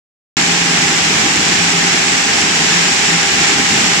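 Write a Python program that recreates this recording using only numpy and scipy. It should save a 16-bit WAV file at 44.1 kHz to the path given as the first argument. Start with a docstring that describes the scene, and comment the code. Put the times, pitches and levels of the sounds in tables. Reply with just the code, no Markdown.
"""Rope braiding machines clatter at full speed in a hard-walled factory hall; after a short silence they cut in.
Bobbin carriers clack from one horn gear to the next: random ticks crowd round each handover and ring small
steel parts. A diffuse hall tail and a noise wash of far machines blur them into a roar.
Underneath, filtered noise gives the rumble of the frames, and wavering sines the drive hum and gear whine."""
import sys
import numpy as np
from scipy import signal
from scipy.fft import rfft, irfft
from scipy.io import wavfile
from scipy.ndimage import uniform_filter1d, minimum_filter1d

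SR = 44100
rng = np.random.default_rng(int(sys.argv[2]) if len(sys.argv) > 2 else 0)


def to_wav(sig):
    """Store sig (one row per channel, or 1-D mono) as 16-bit WAV at the path in sys.argv[1].

    Samples outside -1..1 are clipped; the rate is SR.
    """
    pcm = np.clip(np.atleast_2d(sig), -1, 1) * 32767
    pcm = np.round(pcm).astype(np.int16)
    wavfile.write(sys.argv[1], SR, pcm.T)  # frames by channels


N = 176400
T = np.arange(N) / SR   # time [s]
BIN_HZ = np.arange(N // 2 + 1) * SR / N

TICKS_PER_S, TICK_SPREAD_DB = 900, 3.0   # per machine
BUNCHING = .55   # how tightly ticks crowd round a handover
RING_T60_S, RING_DB = 0.014, -2.5   # decay of the lowest part; level against the bare ticks
LAG_SPREAD_MS = .08   # the parts of one machine lie in slightly different directions


def carriers(handovers_per_s, handover_s, lag_ms, count=72):
    """Periodically modulated random impacts: each tick excites one steel part, heard from its own direction."""
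    crowd = np.exp(BUNCHING * np.cos(2 * np.pi * handovers_per_s * (T - handover_s)))
    at = np.flatnonzero(rng.random(N) < TICKS_PER_S * crowd / crowd.mean() / SR)
    size_db = TICK_SPREAD_DB * np.minimum(rng.exponential(1, at.size), 3.5)
    sizes = from_db(size_db) * rng.choice([-1, 1], at.size)
    part = rng.integers(0, count, at.size)
    grip = rng.uniform(-0.97, 1, at.size)   # how well each contact couples to its part
    # one random pitch in each of equal musical steps from 1200 to 9000 Hz
    pitches = 1200 * 7.5 ** ((np.arange(count) + rng.random(count)) / count)
    lags_ms = lag_ms + LAG_SPREAD_MS * rng.standard_normal(count)
    lags = np.round(lags_ms * SR / 1000).astype(int)   # in samples
    ticks, rings = np.zeros((2, N)), np.zeros((2, N))
    for k in range(count):
        chosen = part == k
        clicks, strikes = np.zeros(N), np.zeros(N)
        clicks[at[chosen]] = sizes[chosen]
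        strikes[at[chosen]] = (sizes * grip)[chosen]
        height = pitches[k] / pitches[0]
        rung = height * ring(strikes, pitches[k], RING_T60_S / height)   # higher parts die away sooner
        ticks += [clicks, np.roll(clicks, lags[k])]
        rings += [rung, np.roll(rung, lags[k])]
    return rms_one(ticks) + from_db(RING_DB) * rms_one(rings)


def ring(clicks, hz, t60):
    """Damped resonance: a two-pole filter rings as one struck mode."""
    r, w = from_db(-60 / (t60 * SR)), 2 * np.pi * hz / SR
    poles = [1, -2 * r * np.cos(w), r * r]
    return signal.lfilter([np.sin(w), 0, -np.sin(w)], poles, clicks + 1e-18) / np.sin(w)


# Nearby machines: (handovers [1/s], time of one handover [s], level before colour and swells [dB],
# left-right level difference before colour [dB], mean lag of the right ear [ms])
NEAR_MACHINES = [(19.14, .415, -24.5, 4, -.6), (18.44, .393, -25, 0, -.55), (13.86, .403, -26.5, 1.5, .6)]


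def near_machines():
    """Interaural level and time differences place each machine in the stereo field."""
    machines = []
    for handovers_per_s, handover_s, db, pan_db, lag_ms in NEAR_MACHINES:
        ear_db = db + np.array([[pan_db], [-pan_db]]) / 2
        machines.append(from_db(ear_db) * rms_one(carriers(handovers_per_s, handover_s, lag_ms)))
    return machines


# The clatter swells as the carriers circle: (rate [1/s], time of one crest [s], depth before SWELL_DEPTH [dB])
CIRCLING_SWELLS = [(2.66, .45, .36), (.77, 1.2, .3), (4.42, .553, .24), (3.11, .553, .16)]
SWELL_DEPTH = .8   # share of the listed depths


def circling_db():
    """Amplitude modulation: periodic swells add up in dB."""
    swells = [db * np.cos(2 * np.pi * rate * (T - crest_s)) for rate, crest_s, db in CIRCLING_SWELLS]
    return SWELL_DEPTH * sum(swells)


# Relative spectrum of the steel clatter: (frequency [Hz], left density [dB per Hz], right density [dB per Hz])
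STEEL_COLOUR = [(60, -43, -49), (250, -21, -21), (436, -5.5, -5), (554, -11.5, -11), (797, -2.5, -2),
                (945, -6, -5.5), (1455, -6, -5), (1606, -2.1, -3), (2200, -2.5, 0.4), (2840, -2.5, -2),
                (3070, -4.5, -4), (3940, -7.5, -6.5), (5030, -8, -5.5), (5270, -5.5, -3.5),
                (5950, -6.5, -4), (6100, -11.5, -6), (6880, -7, -5), (7200, -3, -6), (7900, -9, -9.5),
                (8190, -16.5, -16), (9060, -21.5, -19.5), (10100, -30.5, -25.5), (12500, -40.5, -34),
                (15000, -48, -38.5)]


def steel(both):
    """Spectral shaping: each ear's clatter takes on the colour of the steel."""
    sides_db = np.array([at_hz(STEEL_COLOUR, column=1), at_hz(STEEL_COLOUR, column=2)])
    gains = rms_one(np.sqrt(np.mean(from_db(sides_db) ** 2, axis=1)))   # balance of the ears
    return np.array([gain * x.std() * colour(x, db) for x, db, gain in zip(both, sides_db, gains)])


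# Course of the clatter, played about its mean and scaled by CLATTER_FOLLOWS: (time [s], level [dB])
CLATTER_COURSE = [(0.45, -13.5), (0.47, -15), (0.79, -15), (2.2, -14), (2.24, -18), (2.36, -14),
                  (2.5, -15.5), (2.77, -13), (3.27, -14.5), (3.45, -12), (3.6, -15), (3.95, -13.5)]
CLATTER_FOLLOWS = 0.39   # share of the swing that is played
HALL_DB = -3   # tail against the near machines
FAR_DB, FAR_FLUTTER_DB = -13.5, 0.2   # wash before colour and swells; rms flutter


def clatter():
    """Superposition of direct sound, reverberant tail and a distant wash under one envelope and colour."""
    machines = near_machines()
    near = sum(machines)
    tail = from_db(HALL_DB) * near.std() * hall([machine[0] for machine in machines])
    far = from_db(FAR_DB + FAR_FLUTTER_DB * drift(25)) * rng.standard_normal((2, N))
    level_db = circling_db() + CLATTER_FOLLOWS * swing(CLATTER_COURSE)
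    return steel((near + tail + far) * from_db(level_db))


HALL_T60_S = 1.2


def hall(sources):
    """Diffuse reverberation: convolution with decaying noise, different for each source and each ear."""
    decay = from_db(-60 * T / HALL_T60_S)
    tails = [rfft(x) * rfft(rng.standard_normal((2, N)) * decay) for x in sources]
    return rms_one(irfft(sum(tails), N))


# Course of the level around 172 Hz, hum and noise together, played about its mean and scaled by HUM_FOLLOWS:
# (time [s], level [dB])
HUM_BAND_COURSE = [(0.37, -25), (0.68, -23.5), (1.12, -37), (1.22, -45), (1.31, -37), (1.75, -22),
                   (2.31, -41), (2.81, -23.5), (3.08, -36), (3.14, -19), (3.29, -36), (3.57, -34),
                   (3.61, -41), (4.0, -30)]
HUM_HZ = 172.1
HUM_DB, HUM_FOLLOWS = -32, 0.91   # mean level; share of the swing that is played


def drive_hum():
    """Amplitude modulation: a sine of nearly steady pitch follows the level around 172 Hz."""
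    level_db = HUM_DB + HUM_FOLLOWS * swing(HUM_BAND_COURSE)
    return from_db(level_db) * tone(HUM_HZ, wander_hz=0.36, lag=0.1)


# Motor and gear tones: (frequency [Hz], level [dB], rms pitch wander [Hz], rms level wander [dB],
# phase lag of the right ear [rad])
GEAR_TONES = [(96.8, -48.5, 0.51, 6.5, 0.17), (115.6, -44, 0.63, 1.5, 0), (399, -37.5, 2.54, 4, 0.62),
              (802.2, -33, 0.68, 1.5, 0.084), (824, -40, 0.74, 3, 0.42)]


def gear_whine():
    """Line spectrum: motor and gear tones each waver randomly in pitch and level."""
    return sum(from_db(db + wander_db * drift(12)) * tone(hz, wander_hz, lag)
               for hz, db, wander_hz, wander_db, lag in GEAR_TONES)


def tone(hz, wander_hz, lag):
    """Frequency modulation: a randomly wavering sine of rms 1, with an interaural phase lag in radians."""
    phase = 2 * np.pi * np.cumsum(hz + wander_hz * drift(4.7)) / SR
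    return np.sqrt(2) * np.sin([phase, phase - lag])


# Left-right likeness of the rumble: (frequency [Hz], correlation [-1 to 1])
RUMBLE_LIKENESS = [(60, .99), (130, .97), (200, 0.95), (300, 0.93), (450, 0.23), (800, 0.12)]


def correlated_pair():
    """Interaural coherence: a mid and a side noise mix to the wanted correlation at each frequency."""
    alike = np.clip(at_hz(RUMBLE_LIKENESS), 0, .998)
    mid, side = rfft(rng.standard_normal((2, N)))
    return irfft(np.sqrt(1 + alike) * mid + np.sqrt(1 - alike) * side * np.array([[1], [-1]]), N)


# Relative spectrum of the frame rumble: (frequency [Hz], density [dB per Hz])
RUMBLE_COLOUR = [(20, -28), (35, -26), (50, -13.5), (80, -11), (125, -11.5), (160, 2), (210, 0), (300, -1),
                 (430, -6), (560, -27.5), (900, -39)]
# Course of the rumble, played about its mean and scaled by RUMBLE_FOLLOWS: (time [s], level [dB])
RUMBLE_COURSE = [(0.45, -28.5), (0.48, -27), (0.58, -28.5), (1.38, -25.5), (2.05, -29.5), (3.13, -27.5),
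                 (3.19, -32.5), (3.35, -23.5), (3.54, -30), (3.59, -21), (3.66, -36), (3.73, -21.5),
                 (3.83, -25), (3.95, -29.5)]
RUMBLE_DB, RUMBLE_FLUTTER_DB = -24.5, 1.5   # overall rms level; rms flutter
RUMBLE_FOLLOWS = 0.74   # share of the swing that is played


def frames():
    """Broadband vibration: the frames rumble as filtered noise, most alike in both ears at low frequencies."""
    level_db = RUMBLE_FOLLOWS * swing(RUMBLE_COURSE) + RUMBLE_FLUTTER_DB * drift(50)
    return from_db(RUMBLE_DB) * colour(correlated_pair() * from_db(level_db), at_hz(RUMBLE_COLOUR))


def from_db(db):
    """Logarithmic level: decibels to amplitude gain."""
    return 10 ** (np.asarray(db) / 20)


def rms_one(x):
    """Normalization to unit rms."""
    return x / np.sqrt(np.mean(x ** 2) + 1e-20)


def at_hz(table, column=1):
    """Interpolation on a logarithmic frequency scale: a table column at every FFT bin."""
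    table = np.array(table)
    return np.interp(np.log(BIN_HZ + 1), np.log(table[:, 0]), table[:, column])


def colour(x, db):
    """Minimum-phase filtering: a folded cepstrum gives a causal filter of this dB shape; rms 1."""
    cepstrum = irfft(np.log(from_db(db)), N)
    cepstrum[1:N // 2] *= 2
    cepstrum[N // 2 + 1:] = 0
    return rms_one(irfft(rfft(x) * np.exp(rfft(cepstrum)), N))


def drift(rate):
    """Low-pass random process: zero-mean wander of rms 1, slower than about rate in Hz."""
    spectrum = rfft(rng.standard_normal(N)) * (BIN_HZ > 0)
    return rms_one(irfft(spectrum / (1 + (BIN_HZ / rate) ** 2), N))


def swing(curve):
    """Level envelope: a curve at every sample, in dB about its mean."""
    db = np.interp(T, *np.transpose(curve))
    return db - db.mean()


def scene():
    """Linear superposition of all sources on the factory floor."""
    return clatter() + drive_hum() + gear_whine() + frames()


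START_S, LIMIT_TOP, CUTOFF_HZ = .3683, .95, 15080


def record(dry):
    """Peak limiting and band limiting: sound cuts in, the highest peaks are held, the top is cut."""
    room = LIMIT_TOP / np.maximum(np.abs(dry).max(axis=0), LIMIT_TOP)
    gain = uniform_filter1d(minimum_filter1d(room, size=65), size=65)   # about 1.5 ms
    low_pass = signal.ellip(12, .1, 80, CUTOFF_HZ, fs=SR, output="sos")
    return signal.sosfilt(low_pass, dry * gain * (T >= START_S))


dry = scene()
out = record(dry)
to_wav(out)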